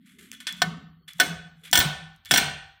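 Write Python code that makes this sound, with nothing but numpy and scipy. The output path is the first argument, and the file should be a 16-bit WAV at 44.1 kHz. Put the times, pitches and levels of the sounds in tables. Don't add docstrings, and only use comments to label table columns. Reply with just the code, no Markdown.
import sys
import numpy as np
from scipy import signal
from scipy.fft import rfft, irfft
from scipy.io import wavfile
from scipy.ndimage import uniform_filter1d

SR = 44100
rng = np.random.default_rng(int(sys.argv[2]) if len(sys.argv) > 2 else 0)


def pcm_store(signal):
    levels = np.round(np.clip(np.atleast_2d(signal), -1, 1) * 32767)
    wavfile.write(sys.argv[1], SR, levels.astype(np.int16).T)


def nominal_scale(level):
    x = np.asarray(level, float) / 20
    return 10 ** x


N = 123479
T = np.arange(N) / SR
F = np.fft.rfftfreq(N, 1 / SR)


def log_curve(f, points):
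    p = np.array(points, float)
    return nominal_scale(np.interp(np.log(f + 1), np.log(p[:, 0]), p[:, 1]))


def colour(x, points):
    f = np.fft.rfftfreq(len(x), 1 / SR)
    return irfft(rfft(x) * log_curve(f, points), len(x))


def unit(x):
    return x / np.sqrt(np.mean(x ** 2))


def band(hz, width_hz):
    bell = np.exp(-((F - hz) / width_hz) ** 2)
    return unit(irfft(rfft(rng.standard_normal(N)) * bell, N))


def fade(t, t60):
    return np.exp(-np.log(1000) * t / t60)


def swell(s, rise, hold, t60):
    return np.clip((T - s) / rise, 0, 1) * fade(np.maximum(T - s - rise - hold, 0), t60)


def add(out, x, s):
    i = int(s * SR)
    out[i:i + len(x)] += x[:N - i]


# t/s, level/dB
LOW_MID_RUMBLE = [(0, -59), (.3, -56), (.55, -57), (.75, -46.5), (1.05, -71.5), (1.3, -70.5), (1.65, -71.5),
                  (2.8, -81)]
# t/s, level/dB
DEEP_RUMBLE = [(0.0, -87), (0.26, -66), (0.44, -79), (0.68, -51), (1.12, -74), (1.21, -59.5), (1.41, -52.5),
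               (1.43, -60), (1.67, -74), (1.74, -45.5), (2.26, -65), (2.31, -55.5), (2.43, -45.5),
               (2.46, -44), (2.77, -68.5), (2.8, -89)]
# f/Hz, level/dB
HISS_COLOUR = [(180, -39.5), (300, -2), (2320, -12.5), (3130, -10.5), (3890, -22.5), (13300, -32.5),
               (16000, -24)]


def background():
    low_mid = band(220, 70) * nominal_scale(np.interp(T, *np.array(LOW_MID_RUMBLE).T))
    deep = band(75, 42) * nominal_scale(np.interp(T, *np.array(DEEP_RUMBLE).T))
    hiss = nominal_scale(-84.5) * unit(colour(rng.standard_normal(N), HISS_COLOUR))
    return low_mid + deep + hiss


# f/Hz, relative level/dB, t60/s
GARAGE_BANDS = [(83, -22.5, 0.87), (180, 0, 0.37), (345, -11.5, 0.47), (710, -11.5, 0.54),
                (1300, -16.5, 0.66), (2840, -16.5, 0.58), (5400, -21.5, 0.47), (7500, -31.5, 0.46),
                (11500, -28, 0.19), (14500, -24.5, 0.26)]


def garage(x):
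    tail = np.zeros(N)
    for hz, db, t60 in GARAGE_BANDS:
        scale = np.sqrt(hz / 8000) / np.sqrt(t60 * SR / 14)
        tail += nominal_scale(db) * scale * band(hz, hz * 0.58) * fade(T, t60)
    onset = 1 - np.exp(-T / 0.0058)
    return signal.fftconvolve(x, (tail * onset)[:SR])[:N]


# middle t/s, level/dB, f/Hz, half-length/s
PALM_BUMPS = [(.225, -61, 367, 0.056), (.335, -67, 398, 0.018), (1.03, -75.5, 422, 0.036),
              (1.645, -65.5, 440, 0.024), (1.722, -49, 250, 0.0099), (2.303, -48.5, 221, .008)]
# middle t/s, level/dB, f/Hz, half-length/s
PIVOT_SQUEAKS = [(1.025, -76, 4360, 0.026), (1.04, -75.5, 3180, 0.0088)]


def hand():
    out = np.zeros(N)
    for rows, relative_width in ((PALM_BUMPS, 0.24), (PIVOT_SQUEAKS, 0.019)):
        for s, db, hz, length in rows:
            out += nominal_scale(db) * band(hz, hz * relative_width) * np.exp(-((T - s) / length) ** 2)
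    return out


# start t/s, level/dB, f/Hz, rise/s, t60/s
SPRING_HUM = [(.52, -47, 180, .02, 1), (.625, -27, 166.6, .025, 0.36), (.8, -47.5, 162.4, .04, 0.91),
              (1.14, -48.5, 170, .02, 0.31), (1.225, -38, 164.2, .03, 0.92),
              (1.295, -40.5, 169.5, .02, 0.25), (1.39, -53, 164.2, .02, 1),
              (1.815, -27.5, 149.6, .04, 0.33), (1.98, -44.5, 160.8, .05, 0.45),
              (2.41, -35.5, 147.6, .04, 0.47)]
HUM_PURE = 0.92


def spring():
    wobble = HUM_PURE + np.sqrt(1 - HUM_PURE ** 2) * band(0, 20)
    loose = nominal_scale(-9.5) * band(170, 32)
    out = np.zeros(N)
    for s, db, hz, rise, t60 in SPRING_HUM:
        tone = np.sqrt(2) * wobble * np.sin(2 * np.pi * hz * T)
        out += nominal_scale(db) * swell(s, rise, 0, t60) * (tone + loose)
    return out


STEEL_HZ = [706, 746, 780, 990, 1490, 1535, 1780, 2180, 2850, 2960, 3140, 3415, 3770, 4280, 5300, 5830,
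            7340, 8180, 8330, 9580, 10500, 10860, 12500, 13595, 14390, 15495]
# level/dB, t60/s
STEEL_RINGS = [(-7.5, 0.1), (-7.5, 0.09), (-31.5, 0.93), (-16, 0.091), (1, 0.11), (-5, 0.1), (-2, 0.092),
               (-12.5, .12), (-9.5, 0.067), (-12, 0.081), (-2, 0.051), (2.5, 0.053), (-9, .06),
               (-1.5, 0.041), (-2.5, 0.045), (-1.5, 0.048), (-4, 0.033), (-22.5, 0.39), (-7.5, .05),
               (-20, 0.043), (-12, 0.036), (-12, .06), (-11, 0.014), (-14.5, 0.045), (-13, .03),
               (-5, 0.045)]
SCATTER_DB, DETUNE = 2.5, 0.0042
FLUTTER, FLUTTER_HZ = 0.35, 56.3


def steel(scatter):
    t = T[:SR]
    level_scatter, phase, pitch_scatter = scatter[:, :, None]
    level_db, t60 = np.array(STEEL_RINGS).T[:, :, None]
    knots = rng.standard_normal((len(STEEL_HZ), SR // 100))
    wander = np.array([np.interp(t * FLUTTER_HZ, np.arange(len(k)), k) for k in knots])
    hz = np.array(STEEL_HZ)[:, None] * (1 + DETUNE * pitch_scatter)
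    tone = np.sin(2 * np.pi * (hz * t + phase))
    return nominal_scale(level_db + SCATTER_DB * level_scatter) * tone * fade(t, t60) * (1 + FLUTTER * wander)


RUB_STARTS = [0, .058, .185, .325, .402, .44, .474, .56, 1.076, 1.14, 1.55, 1.634, 1.646, 2.253, 2.285]
# level/dB, treble/dB, ring of the steel/dB, attack/s, hold/s, release t60/s
RUB_STROKES = [(-71, -9, -16, 0.013, 0.052, .2), (-61.5, -0.8, -6, 0.0027, .06, .3),
               (-50.5, -1, -11.5, 0.00099, 0.025, .4), (-46.5, -2, 3.3, 0.005, .006, .1),
               (-44, -2, -1.5, 0.0014, 0.0024, .1), (-60.5, -14.5, 2.5, 0.014, 0.019, .1),
               (-33.5, -10, 4.5, 0.0026, 0.007, .12), (-60.5, 3, 2, 0.0064, .05, .1),
               (-43, -6, -2, 0.0064, 0.0085, .12), (-58.5, 2.9, -2, 0.06, 0.021, .1),
               (-72, -1.2, -2, 0.046, 0.064, .1), (-53, -2, -0.5, 0.0037, 0.02, .2),
               (-52, -9, -8, .003, 0.035, 0.12), (-50, -8, 1.5, 0.002, .015, .15),
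               (-55, 3.5, 3, 0.012, 0.0085, .1)]
# f/Hz, level/dB
RUB_COLOUR = [(300, -53), (600, -19), (900, -23.5), (1200, -8), (2100, 3.5), (2600, -3), (3300, -1.6),
              (4400, -9.5), (5600, -12), (7800, -5), (9300, -7), (10600, -5.5), (13500, -10.5),
              (15000, -25), (16000, -21.5)]
RUB_TREBLE_HZ = 4740


def scrapes_and_rustles():
    grain = nominal_scale(2 * band(0, 150))
    body = steel(np.zeros((3, len(STEEL_HZ)))).sum(axis=0)
    friction = rng.standard_normal(N)
    driven = np.diff(signal.fftconvolve(rng.standard_normal(N), body))[:N]
    split = [(RUB_TREBLE_HZ, 0), (RUB_TREBLE_HZ * 2, -40)]
    rub, ring = (unit(colour(x, RUB_COLOUR)) * grain for x in (friction, driven))
    rub_low, ring_low = colour(rub, split), colour(ring, split)
    rub_high, ring_high = rub - rub_low, ring - ring_low
    out = np.zeros(N)
    for s, (db, treble_db, ring_db, attack, hold, t60) in zip(RUB_STARTS, RUB_STROKES):
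        low = rub_low + nominal_scale(ring_db) * ring_low
        high = rub_high + nominal_scale(ring_db) * ring_high
        out += nominal_scale(db) * swell(s, attack, hold, t60) * (low + nominal_scale(treble_db) * high)
    return out


# t/s, level before filtering/dB, lowest f/Hz
COIL_TICKS = [(0.3164, -22, 2005), (0.526, -22.5, 4220), (1.1341, -33, 3920), (1.184, -36, 3100),
              (1.7137, -19, 4120), (1.7182, -29.5, 3970), (2.1625, -42.5, 4220), (2.2498, -31.5, 2920),
              (2.2574, -27, 3000)]


def ticks():
    out, t = np.zeros(N), T[:SR // 20]
    for s, db, low_hz in COIL_TICKS:
        bass_cut = signal.butter(4, low_hz, "high", fs=SR, output="sos")
        soft_top = signal.butter(1, 11000, fs=SR, output="sos")
        burst = rng.standard_normal(len(t)) * fade(t, 0.0035)
        add(out, nominal_scale(db) * signal.sosfilt(np.vstack([bass_cut, soft_top]), burst), s)
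    return out


# t/s, level/dB, brightness/(dB per octave), narrowing round 3.3 kHz/(dB per
# octave squared), weight of the low knock/dB, strength of its tail/dB
STOP_BLOWS = [(.4025, -32.5, .4, 2.5, -6.5, -3), (0.4685, -15, 5.5, 4, 13.5, -4.5),
              (.618, -5, -1.5, 0.84, 4, -9.5), (1.192, -32.5, -5, 1.5, 3.5, 6),
              (1.199, -2.5, 1.53, -0.27, 1.5, -2.5), (1.21, -8.5, -1.24, 0.83, 3, -1.2),
              (1.729, -2, 1.9, -0.42, -0.7, 3), (1.754, -3, 2, -0.5, -2.5, 0),
              (1.774, -4.5, 1.6, -1.2, -2, -2), (1.788, -11, 1.8, -2.2, -13, -13.5),
              (1.801, -8.5, 0.7, -0.6, -13.5, 3.5), (1.81, -12.5, -2.1, 0.4, -4, 5),
              (2.31, -3, 1.5, 0.22, 4, 0.8), (2.315, -7.5, 2.6, -0.7, -7.5, 0.7),
              (2.338, -3, 2.25, -0.4, 4, -1.5), (2.345, -13.5, 7.5, 1.8, -17.5, -7.5),
              (2.359, -7, -2, 0.34, -3, 5), (2.374, -8, 5, -0.2, 0, -9), (2.379, -8.5, -0.5, 0.5, -1.5, 5)]
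# f/Hz, level/dB
CRACK_COLOUR = [(60, -23), (300, -4), (800, -3), (2000, 2.5), (4000, 1.5), (8000, -4), (12000, -4),
                (15500, -10)]
CRACK_DB, CRACK_T60_S, CRACK_RISE_S, CRACK_DULL_HZ = -6, 0.043, 0.00082, 6240
SNAP_DB, SNAP_T60_S = -12, 0.004
RING_DB, RING_TAIL_DB = -13.5, -6
KNOCK_BELOW_HZ, LASTING_S = 1200, 0.2


def blows():
    near, send = np.zeros(N), np.zeros(N)
    t, hz = T[:SR], np.array(STEEL_HZ)
    lasting = np.array(STEEL_RINGS)[:, 1] > LASTING_S
    rise = 1 - np.exp(-t / CRACK_RISE_S)
    dulling = signal.butter(2, CRACK_DULL_HZ, fs=SR, output="sos")
    for s, db, tilt_db, narrow_db, knock_db, tail_db in STOP_BLOWS:
        def shade(f):
            octaves = np.log2(f / 3300)
            return tilt_db * octaves - narrow_db * octaves ** 2 + knock_db * (f < KNOCK_BELOW_HZ)

        modes = steel(rng.standard_normal((3, len(hz))))
        ring = nominal_scale(db + RING_DB) * rise * (nominal_scale(shade(hz) + 2 * tail_db * lasting) @ modes)
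        noise = unit(colour(rng.standard_normal(len(t)), [(f, d + shade(f)) for f, d in CRACK_COLOUR]))
        dull = signal.sosfilt(dulling, noise) * fade(t, CRACK_T60_S)
        snap = nominal_scale(SNAP_DB) * noise * fade(t, SNAP_T60_S)
        add(near, ring + nominal_scale(db + CRACK_DB) * rise * (dull + snap), s)
        full_crack = nominal_scale(CRACK_DB + db) * noise * fade(t, CRACK_T60_S)
        add(send, nominal_scale(tail_db) * (nominal_scale(RING_TAIL_DB) * ring + full_crack), s)
    return near, send


def scene():
    hits, send = blows()
    small = ticks() + scrapes_and_rustles()
    tail = garage(nominal_scale(6.5) * send + nominal_scale(6) * small)
    mono = hits + small + tail + spring() + hand() + background()
    return np.array([mono, mono])


# f/Hz, level/dB
SUPPRESS_UNDER = [(100, -105), (250, -93), (500, -90), (1200, -100), (4000, -102), (12000, -108)]


def suppress(x):
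    f, _, z = signal.stft(x, SR, nperseg=512)
    power = uniform_filter1d(np.abs(z) ** 2, size=5, axis=-1)
    power = uniform_filter1d(power, size=3, axis=-2)
    under = log_curve(f, SUPPRESS_UNDER)[:, None]
    gain = np.maximum(1 - under ** 2 / (power + 1e-18), nominal_scale(-17))
    return signal.istft(z * gain, nperseg=512)[1][:, :N]


def low_pass(x):
    return signal.sosfilt(signal.butter(12, 16990, fs=SR, output="sos"), x)


def record(dry):
    bass_cut = signal.butter(2, 46, "high", fs=SR, output="sos")
    treble_cut = signal.cheby1(8, 0.5, 15900, fs=SR, output="sos")
    x = suppress(signal.sosfilt(bass_cut, dry))
    x = x + nominal_scale(-87.5) * band(14000, 1500)
    x = np.tanh(0.8 * x) / 0.8
    return low_pass(signal.sosfilt(treble_cut, x))


dry = scene()
out = record(dry)
pcm_store(out)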